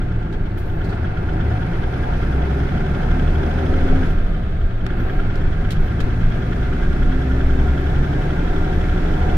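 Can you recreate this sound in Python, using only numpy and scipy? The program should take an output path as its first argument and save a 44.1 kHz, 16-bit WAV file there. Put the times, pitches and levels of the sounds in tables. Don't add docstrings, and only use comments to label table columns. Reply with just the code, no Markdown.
import sys
import numpy as np
from scipy.fft import rfft, irfft, next_fast_len
from scipy.io import wavfile
from scipy.ndimage import uniform_filter1d, map_coordinates

SR = 44100
rng = np.random.default_rng(int(sys.argv[2]) if len(sys.argv) > 2 else 0)


def to_wav(s):
    ch = np.atleast_2d(s).T
    pcm = np.round(np.clip(ch, -1, 1) * 32767)
    wavfile.write(sys.argv[1], SR, pcm.astype(np.int16))


N = 413216

PEDAL_S, RELEASE_S, SPOOL_S = 0.08, 0.085, 0.5
CRUISE_CYCLE_HZ, CRUISE_MESH_HZ = 10, 240
# down/s, up/s, depth/0-1, turbo rush/dB
PULLS = [(-1.5, 0.82, 0.35, -85), (.76, 4.075, 0.99, -60.5), (4.8, 9.4, .99, -66)]
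# f/Hz, width/Hz, lift/dB
PANEL_MODES = [(388, 37, 3.5), (728.4, 70, 8.5), (1095, 100, -3), (1410, 67, 5.5), (1542, 97, 5),
               (1614, 42, 10.5), (1746, 80, 7), (2040, 53, 2), (2614, 27, 6.5), (3080, 73, 4),
               (3283, 27, 8), (3430, 31, 5)]
# f/Hz, width/Hz, lift/dB
AIR_MODES = [(48.7, 5.2, 3), (57.3, 3, -5.5), (65.13, 7.3, 9.5), (69.5, 2.3, -6), (78.5, 5.5, 8),
             (87.3, 7.4, -8), (111.6, 5.8, 8), (121.2, 14, -3), (137, 5.7, 7.5), (154, 4, 5),
             (169.8, 12.2, 8.5), (197, 66, -7), (224.7, 16, 4.5), (261.7, 15, 12), (327, 19, 1)]
# cruise level/dB, gain per speed doubling/dB, off-pedal loss/dB
ROAR_LAW = (-31.5, 6.4, 5.5)


def exhaust(cycle, pace, load, boost):
    # multiple of cycle rate, cruise level/dB, per doubling/dB, off-pedal loss/dB
    orders = [(6, -27, 0, 14), (9, -41, 4, 2), (12, -30, -8, 1), (14, -35.5, 0, 18), (15, -42.5, 6, 12.5),
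              (18, -34, -17, 14)]
    low = sum(tone(k * cycle, level(law, pace, boost), flutter_db=0.96, drift_rad=0.011 * k)
              for k, *law in orders)
    rough_db = level(ROAR_LAW, pace, load) - 7
    rough = sum(tone(k * (cycle + 0.0037 * wobble(50)), rough_db - 0.34 * k, flutter_db=5, drift_rad=0.41)
                for k in range(21, 37, 3))
    firing = fuel(PEDAL_S)
    return resonate(low * firing, AIR_MODES) + resonate(rough * firing, PANEL_MODES)


def clatter(cycle, pace, load):
    # f/Hz, level/dB
    rattle_spectrum = [(450, -42), (800, -14.5), (1100, -1), (1350, 2.5), (1700, -6.5), (2100, -2),
                       (2750, -10.5), (3400, -15.5), (4400, -18), (5200, -28.5), (6200, -37), (7500, -50),
                       (11000, -41), (15000, -69)]
    growl_spectrum = [(380, -11), (460, 4), (540, -0.5), (620, -5.5), (740, 1.5), (900, -0.5), (1050, -5.5),
                      (1300, -23), (3000, -73)]
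    knock_spectrum = [(700, -47), (1200, -13), (1400, 2), (1650, -7), (1900, -9.5), (2600, -32),
                      (5000, -60), (9000, -94.5)]
    tick_spectrum = [(1500, 0.5), (2600, -8), (3050, 3), (3400, 1), (3800, -12), (4600, -30), (5150, -12),
                     (5800, -17.5), (8000, -31), (12000, -82)]
    # cruise/dB, per doubling/dB, off-pedal loss/dB
    clatter_law = (-36.5, 5.4, 6.1)
    knock_law = (2.3, -3, 4)
    tick_law = (-41.3, 7.5, 6.5)
    # t/s, gain/dB
    knock_gains = [(.4, -2), (.85, 1), (2.4, 0), (2.9, -2), (4.0, -1.5), (4.95, 3), (5.2, 2), (5.6, -5),
                   (6.3, -6), (6.55, 0), (7.3, 1.5), (8.3, -.5), (9.37, -1.5)]
    growl_gains = [(0, -61), (.8, -48.5), (1.4, -40.5), (2.3, -41.5), (3.9, -38.5), (4.2, -53), (5.0, -50),
                   (7.0, -51.5), (7.3, -46), (8.5, -41), (9.37, -38.5)]
    cover_hz = 1430
    firing = 6 * cycle
    rattle_drive = (1 + .5 * stroke(firing, place=.92, width=.28)) * amp(wobble(60))
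    rattle = amp(-3.5) * cabin(rattle_spectrum, rattle_drive)
    growl_drive = (1 + .37 * stroke(firing, place=.18, width=.24)) * amp(2.5 * wobble(9.1))
    growl = fuel(PEDAL_S) * amp(curve(growl_gains)) * cabin(growl_spectrum, growl_drive)
    hard = amp(curve(knock_gains)) * stroke(cycle, place=.935, width=.056)
    weak = .4 * stroke(cycle, .34, .06) + .25 * stroke(cycle, .15, .05) + .22 * stroke(cycle, .65, .05)
    ring = tone(cover_hz * seconds() + .17 * wobble(260), level_db=-3, flutter_db=1, drift_rad=1)
    knock = amp(level(knock_law, pace, load)) * (hard + weak) * even(ring + cabin(knock_spectrum))
    tick_pulses = stroke(cycle, place=.985, width=.055) + .25 * stroke(cycle, place=.25, width=.08)
    tick = amp(level(tick_law, pace, load)) * tick_pulses * even(cabin(tick_spectrum))
    return amp(level(clatter_law, pace, load)) * (rattle + knock) + tick + growl


def body(pace, road_pace, load, boost):
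    # t/s, level/dB
    bumps = [(.01, -23), (3.079, -19), (3.25, -20), (3.67, -27), (3.88, -20), (4.16, -19), (4.6, -18),
             (5.13, -16), (5.412, -14.5), (5.75, -16.5), (6.0, -19), (6.2, -17), (6.8, -16), (6.98, -15.5),
             (7.92, -21), (8.85, -18)]
    # f/Hz, level/dB
    shake_spectrum = [(8, -44), (18, 24), (26, 2.5), (34, 12.5), (45, -16), (60, -15), (90, -64),
                      (200, -87)]
    rumble_spectrum = [(35, -26), (55, 1.5), (75, 8.5), (92, 0.5), (110, 4), (128, -3.5), (165, 1.5),
                       (205, -6.5), (270, -14.5), (400, -41), (900, -84)]
    roar_spectrum = [(120, -58), (210, -4), (270, 0), (390, -0.5), (450, -7), (530, -7.5), (620, -10.5),
                     (760, -14.5), (880, -18), (1100, -21), (1600, -23), (4000, -60)]
    hiss_spectrum = [(2500, -37), (5000, 5), (8000, 1), (10500, -0.5), (13000, -0.5), (15000, -17.5)]
    swish_spectrum = [(900, -36), (1800, 10.5), (2600, -9.5), (3500, 3), (4400, -10), (5400, -4.5),
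                      (8000, -16), (15000, -44)]
    # cruise/dB, per doubling/dB, off-pedal loss/dB
    shake_law = (-23, 6.7, 0.26)
    rumble_law = (-24.5, 5.6, 1.6)
    hiss_law = (-66, 3.6, 7.5)
    swish_law = (-51, 9.6, 7.6)
    bending_hz, bump_rise_s = 30.1, 0.049
    bump_power = np.zeros(N)
    for start_s, db in bumps:
        age = since(start_s) / bump_rise_s
        bump_power += (amp(db) * age * np.exp(1 - age)) ** 2
    rocking = np.sqrt(amp(level(shake_law, road_pace, load)) ** 2 + bump_power)
    bending = tone(bending_hz * seconds(), level_db=-2, flutter_db=1.5, drift_rad=1.5)
    shake = rocking * (bending + cabin(shake_spectrum))
    rumble = amp(level(rumble_law, pace, load)) * cabin(rumble_spectrum)
    roar = amp(level(ROAR_LAW, pace, load) + 0.52 * wobble(13)) * cabin(roar_spectrum)
    hiss = amp(level(hiss_law, road_pace, boost) + 0.93 * wobble(27)) * cabin(hiss_spectrum)
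    swish = amp(level(swish_law, road_pace, boost)) * cabin(swish_spectrum)
    return shake + rumble + roar + hiss + swish


def transmission(mesh_hz, boost):
    # cruise/dB, per doubling/dB, off-pedal loss/dB
    whine_law = (-37.5, -1.2, 8.3)
    drone_law = (-45.5, 20, 7.5)
    # f/Hz, level/dB
    spectrum = [(200, -31), (262, 8), (280, 0.5), (305, 12), (328, 7.5), (350, -11), (450, -44)]
    road_pace = mesh_hz / CRUISE_MESH_HZ
    whine_db = level(whine_law, road_pace, boost)
    whine = tone(np.cumsum(mesh_hz) / SR, whine_db, flutter_db=0.5, drift_rad=.4 * road_pace ** 6)
    drone = amp(level(drone_law, road_pace, boost)) * cabin(spectrum)
    return resonate(whine * fuel(rise_s=0.15), AIR_MODES) + drone


def pull_away():
    # f/Hz, level/dB
    spectrum = [(260, -14), (330, 14.5), (400, -6.5), (490, -2), (640, -32), (790, -23), (870, 0.5),
                (1000, -34), (2000, -67)]
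    groan = amp(-40.5) * cabin(spectrum, amp(1.2 * wobble(15)))
    shudder_hz = np.interp(seconds(), [0, .6, 1.4], [74.8, 72.8, 80.16])
    shudder = tone(np.cumsum(shudder_hz) / SR, level_db=-31, flutter_db=2, drift_rad=0.25)
    return press(down_s=-0.15, up_s=1.48, rise_s=PEDAL_S) * (groan + shudder)


def booms():
    # t/s, f/Hz, gain/dB, half length/s
    swells = [(1.46, 79, -19.5, 0.088), (2.2, 452, -41, .45), (2.512, 398.6, -32.5, 0.14),
              (3.17, 255, -29, 0.13), (3.2, 146, -21.5, 0.076), (3.7, 543, -40, .35),
              (3.972, 262.7, -29.5, 0.14), (4.702, 111.8, -26.5, 0.19), (5.03, 111, -28.5, 0.097)]
    t = seconds()
    return sum(amp(db) * np.exp(-((t - peak_s) / half_s) ** 2)
               * tone(hz * t, level_db=-2, flutter_db=2, drift_rad=0.23)
               for peak_s, hz, db, half_s in swells)


def overrun(pace):
    # f/Hz, level/dB
    spectrum = [(450, 6), (700, -5), (900, -24), (1250, -3.5), (1800, -22), (3700, -16), (6000, -39)]
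    # f/Hz, width/Hz, lift/dB
    casing_modes = [(524, 60, 6.8), (670, 56, 15), (1240, 60, 7.6), (2480, 120, 3.2), (3630, 140, 5.1)]
    rattle = unit(resonate(cabin(spectrum), casing_modes))
    return amp(-42.5) * pace ** 2 * (1 - fuel(PEDAL_S)) * rattle


def air_valves():
    # t/s, level/dB, t60/s
    puffs = [(.57, -48.5, 0.25), (.65, -61.5, 0.66), (.835, -61, 0.4), (4.095, -51, 0.15),
             (4.25, -62, 0.25)]
    spits = [(5.705, -29.5, 0.049), (5.717, -37.5, 0.097)]
    # f/Hz, level/dB
    puff_spectrum = [(1500, -37), (4000, -4), (8000, -14), (12000, -7), (13500, -11), (14600, -7),
                     (15600, -9)]
    spit_spectrum = [(1500, 1), (3000, 8.5), (4300, 6), (6500, -3), (8500, -6.5), (11000, -7), (15000, -16)]
    return bursts(puffs, puff_spectrum, attack_s=0.0073) + bursts(spits, spit_spectrum, attack_s=0.0016)


def fittings():
    # t/s, level/dB, t60/s
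    clicks = [(.325, -41.5, 0.079), (.845, -56, 0.086), (4.864, -27, 0.024), (5.355, -35, 0.042),
              (6.003, -30, 0.076)]
    taps = [(.33, -53, 0.11), (.84, -48.5, 0.15), (.888, -51.5, .2), (.938, -57, 0.18), (.975, -71, 0.11)]
    # f/Hz, level/dB
    click_spectrum = [(500, -8), (1200, 7), (3800, 1.5), (6000, -9), (9000, -16), (15000, -24)]
    tap_spectrum = [(2500, -31), (3900, 6), (4600, 7), (5600, -4), (9000, -9.5), (15000, -22)]
    return bursts(clicks, click_spectrum, attack_s=0.00064) + bursts(taps, tap_spectrum, attack_s=0.004)


def turbo(cycle):
    # f/Hz, width/Hz, lift/dB
    intake_modes = [(5010, 480, 17.5), (6070, 480, 14), (10130, 650, 13), (11300, 1100, 10.5)]
    spectrum = [(3500, -46), (4800, 2.5), (11500, -5.5), (15000, -12)]  # f/Hz, level/dB
    spool = sum(amp(db) * press(down_s, up_s, SPOOL_S) for down_s, up_s, _, db in PULLS)
    gulps = (1 + stroke(2 * cycle, place=.71, width=.12)) * amp(1.9 * wobble(15))
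    noise = rng.standard_normal((2, N))
    rush = filtered(noise, lambda hz: lift(intake_modes, hz) * amp(along(spectrum, hz)))
    return spool * unit(gulps * rush)


def bleeds():
    # from/s, to/s, level/dB, whistle f/Hz, width/Hz
    openings = [(.66, .81, -66, 11900, 300), (4.965, 5.0, -59, 14500, 900), (5.0, 5.2, -64, 14400, 900),
                (5.79, 5.88, -61, 14300, 1200)]
    # f/Hz, level/dB
    spectrum = [(6000, -25), (10500, -9), (12000, 0), (15000, -5), (15600, -6)]
    whistle_lift_db = 7
    hiss = cabin(spectrum)
    return sum(amp(db) * press(open_s, shut_s, rise_s=.003, fall_s=.02)
               * unit(resonate(hiss, [(hz, width_hz, whistle_lift_db)]))
               for open_s, shut_s, db, hz, width_hz in openings)


def cabin(spectrum, drive=1):
    # f/Hz, width/Hz, lift/dB
    side_modes = [(730, 210, 7.5), (893, 49, 10.5), (1410, 70, -3), (1500, 78, -8), (1660, 45, 12.5),
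                  (1980, 90, 3), (2400, 250, 2), (3440, 180, 6)]
    # f/Hz, signed share
    right_first = [(100, .4), (280, 0.96), (380, 0.98), (500, 0.9), (720, 0.96), (950, -0.11), (1100, -0.5),
                   (1280, 0.2), (1420, 1), (1580, .6), (1700, 0.35), (3300, -0.0093), (4200, 0)]
    # f/Hz, side gain/dB
    side_gains = [(40, -21.5), (100, -23.5), (200, -13), (380, -8), (550, -4.5), (800, -2.5), (1100, 1),
                  (1400, -2), (2000, -1), (4000, 0.5), (15000, 0.5)]
    size = next_fast_len(N + SR // 2)
    hz = np.fft.rfftfreq(size, 1 / SR)
    low_cut = 1 / (1 + (spectrum[0][0] / (2 * hz + 1)) ** 2)
    noise = drive * rng.standard_normal((2, N))
    direct, diffuse = rfft(noise, size) * amp(along(spectrum, hz)) * low_cut
    early = np.clip(along(right_first, hz), -1, 1)
    across = (np.sqrt(1 - early ** 2) * diffuse - 1j * early * direct) * amp(along(side_gains, hz))
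    mid = irfft(direct * lift(PANEL_MODES, hz), size)[:N]
    side = irfft(across * lift(side_modes, hz), size)[:N]
    return np.array([mid + side, mid - side]) / np.std(mid)


def bursts(events, spectrum, attack_s):
    envelope = np.zeros(N)
    for start_s, db, t60_s in events:
        age_s = since(start_s)
        envelope += amp(db - 60 * age_s / t60_s) * (1 - np.exp(-age_s / attack_s))
    return envelope * cabin(spectrum)


def tone(turns, level_db, flutter_db, drift_rad):
    phase = 2 * np.pi * (turns + rng.random()) + drift_rad * wobble(12)
    return np.sqrt(2) * amp(level_db + flutter_db * wobble(14)) * np.sin(phase)


def stroke(turns, place, width):
    return np.exp((np.cos(2 * np.pi * (turns - place)) - 1) / (2 * np.pi * width) ** 2)


def level(law, pace, load):
    cruise_db, doubling_db, coast_db = law
    return cruise_db + doubling_db * np.log2(pace) - coast_db * (1 - load)


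def press(down_s, up_s, rise_s, fall_s=RELEASE_S):
    return (1 - np.exp(-since(down_s) / rise_s)) * np.exp(-since(up_s) / fall_s)


def pedal(rise_s):
    return sum(depth * press(down_s, up_s, rise_s) for down_s, up_s, depth, _ in PULLS)


def fuel(rise_s):
    return np.minimum(sum(press(down_s, up_s, rise_s) for down_s, up_s, *_ in PULLS), 1)


def even(x, span_s=.008):
    power = uniform_filter1d(np.mean(x ** 2, axis=0), int(span_s * SR))
    return x / np.sqrt(np.abs(power) + 1e-12)


def lift(modes, hz):
    return amp(sum(db / (1 + (2 * (hz - mode_hz) / width_hz) ** 2) for mode_hz, width_hz, db in modes))


def resonate(x, modes):
    return filtered(x, lambda hz: lift(modes, hz))


def filtered(x, response):
    size = next_fast_len(N + SR // 2)
    return irfft(rfft(x, size) * response(np.fft.rfftfreq(size, 1 / SR)), size)[..., :N]


def wobble(rate_hz):
    return map_coordinates(rng.standard_normal(int(N * rate_hz / SR) + 4), [seconds() * rate_hz])


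def along(points, hz):
    knots_hz, values = np.transpose(points)
    return np.interp(np.log(hz + 1), np.log(knots_hz), values)


def curve(points):
    return np.interp(seconds(), *np.transpose(points))


def seconds():
    return np.arange(N) / SR


def since(start_s):
    return np.maximum(seconds() - start_s, 0)


def amp(db):
    return 10 ** (np.asarray(db) / 20)


def unit(x):
    return x / np.sqrt(np.mean(x ** 2) + 1e-20)


def scene():
    # t/s, four-stroke cycle rate/Hz
    speeds = [(0, 10.28), (.25, 8.82), (.5, 8.23), (.85, 8.76), (1.1, 7.98), (1.4, 8.93), (1.7, 9.44),
              (3.95, 13.83), (4.7, 10.23), (5.1, 10.32), (5.45, 8.59), (5.7, 8.5), (6.4, 9.57),
              (7.6, 10.89), (9.37, 12.69)]
    # t/s, teeth meshing per engine cycle
    gearing = [(3.95, 19.1), (5.1, 20.6), (5.45, 24.7)]
    # f/Hz, left over right/dB
    balance = [(60, -0.5), (92, 1.5), (140, -1.5), (210, 1.5), (330, -0.5), (500, 2.5), (770, 2.5),
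               (1170, 4), (1380, -7), (1520, -1), (1790, -2.5), (2500, 1.5), (4190, -0.5), (6410, -2.5),
               (9810, 0.5), (15000, -1)]
    cycle_hz = curve(speeds)
    cycle = np.cumsum(cycle_hz) / SR - .23
    mesh_hz = cycle_hz * curve(gearing)
    pace, road_pace = cycle_hz / CRUISE_CYCLE_HZ, mesh_hz / CRUISE_MESH_HZ
    load, boost = pedal(PEDAL_S), pedal(SPOOL_S)
    engine = exhaust(cycle, pace, load, boost) + clatter(cycle, pace, load) + turbo(cycle)
    drive_line = transmission(mesh_hz, boost) + overrun(pace) + pull_away()
    details = air_valves() + bleeds() + fittings()
    inside = engine + drive_line + details + body(pace, road_pace, load, boost) + booms()
    return filtered(inside, lambda hz: amp(np.outer([.5, -.5], along(balance, hz))))


def record(dry):
    cutoff_hz = 15650
    return filtered(dry, lambda hz: hz < cutoff_hz)


dry = scene()
out = record(dry)
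to_wav(out)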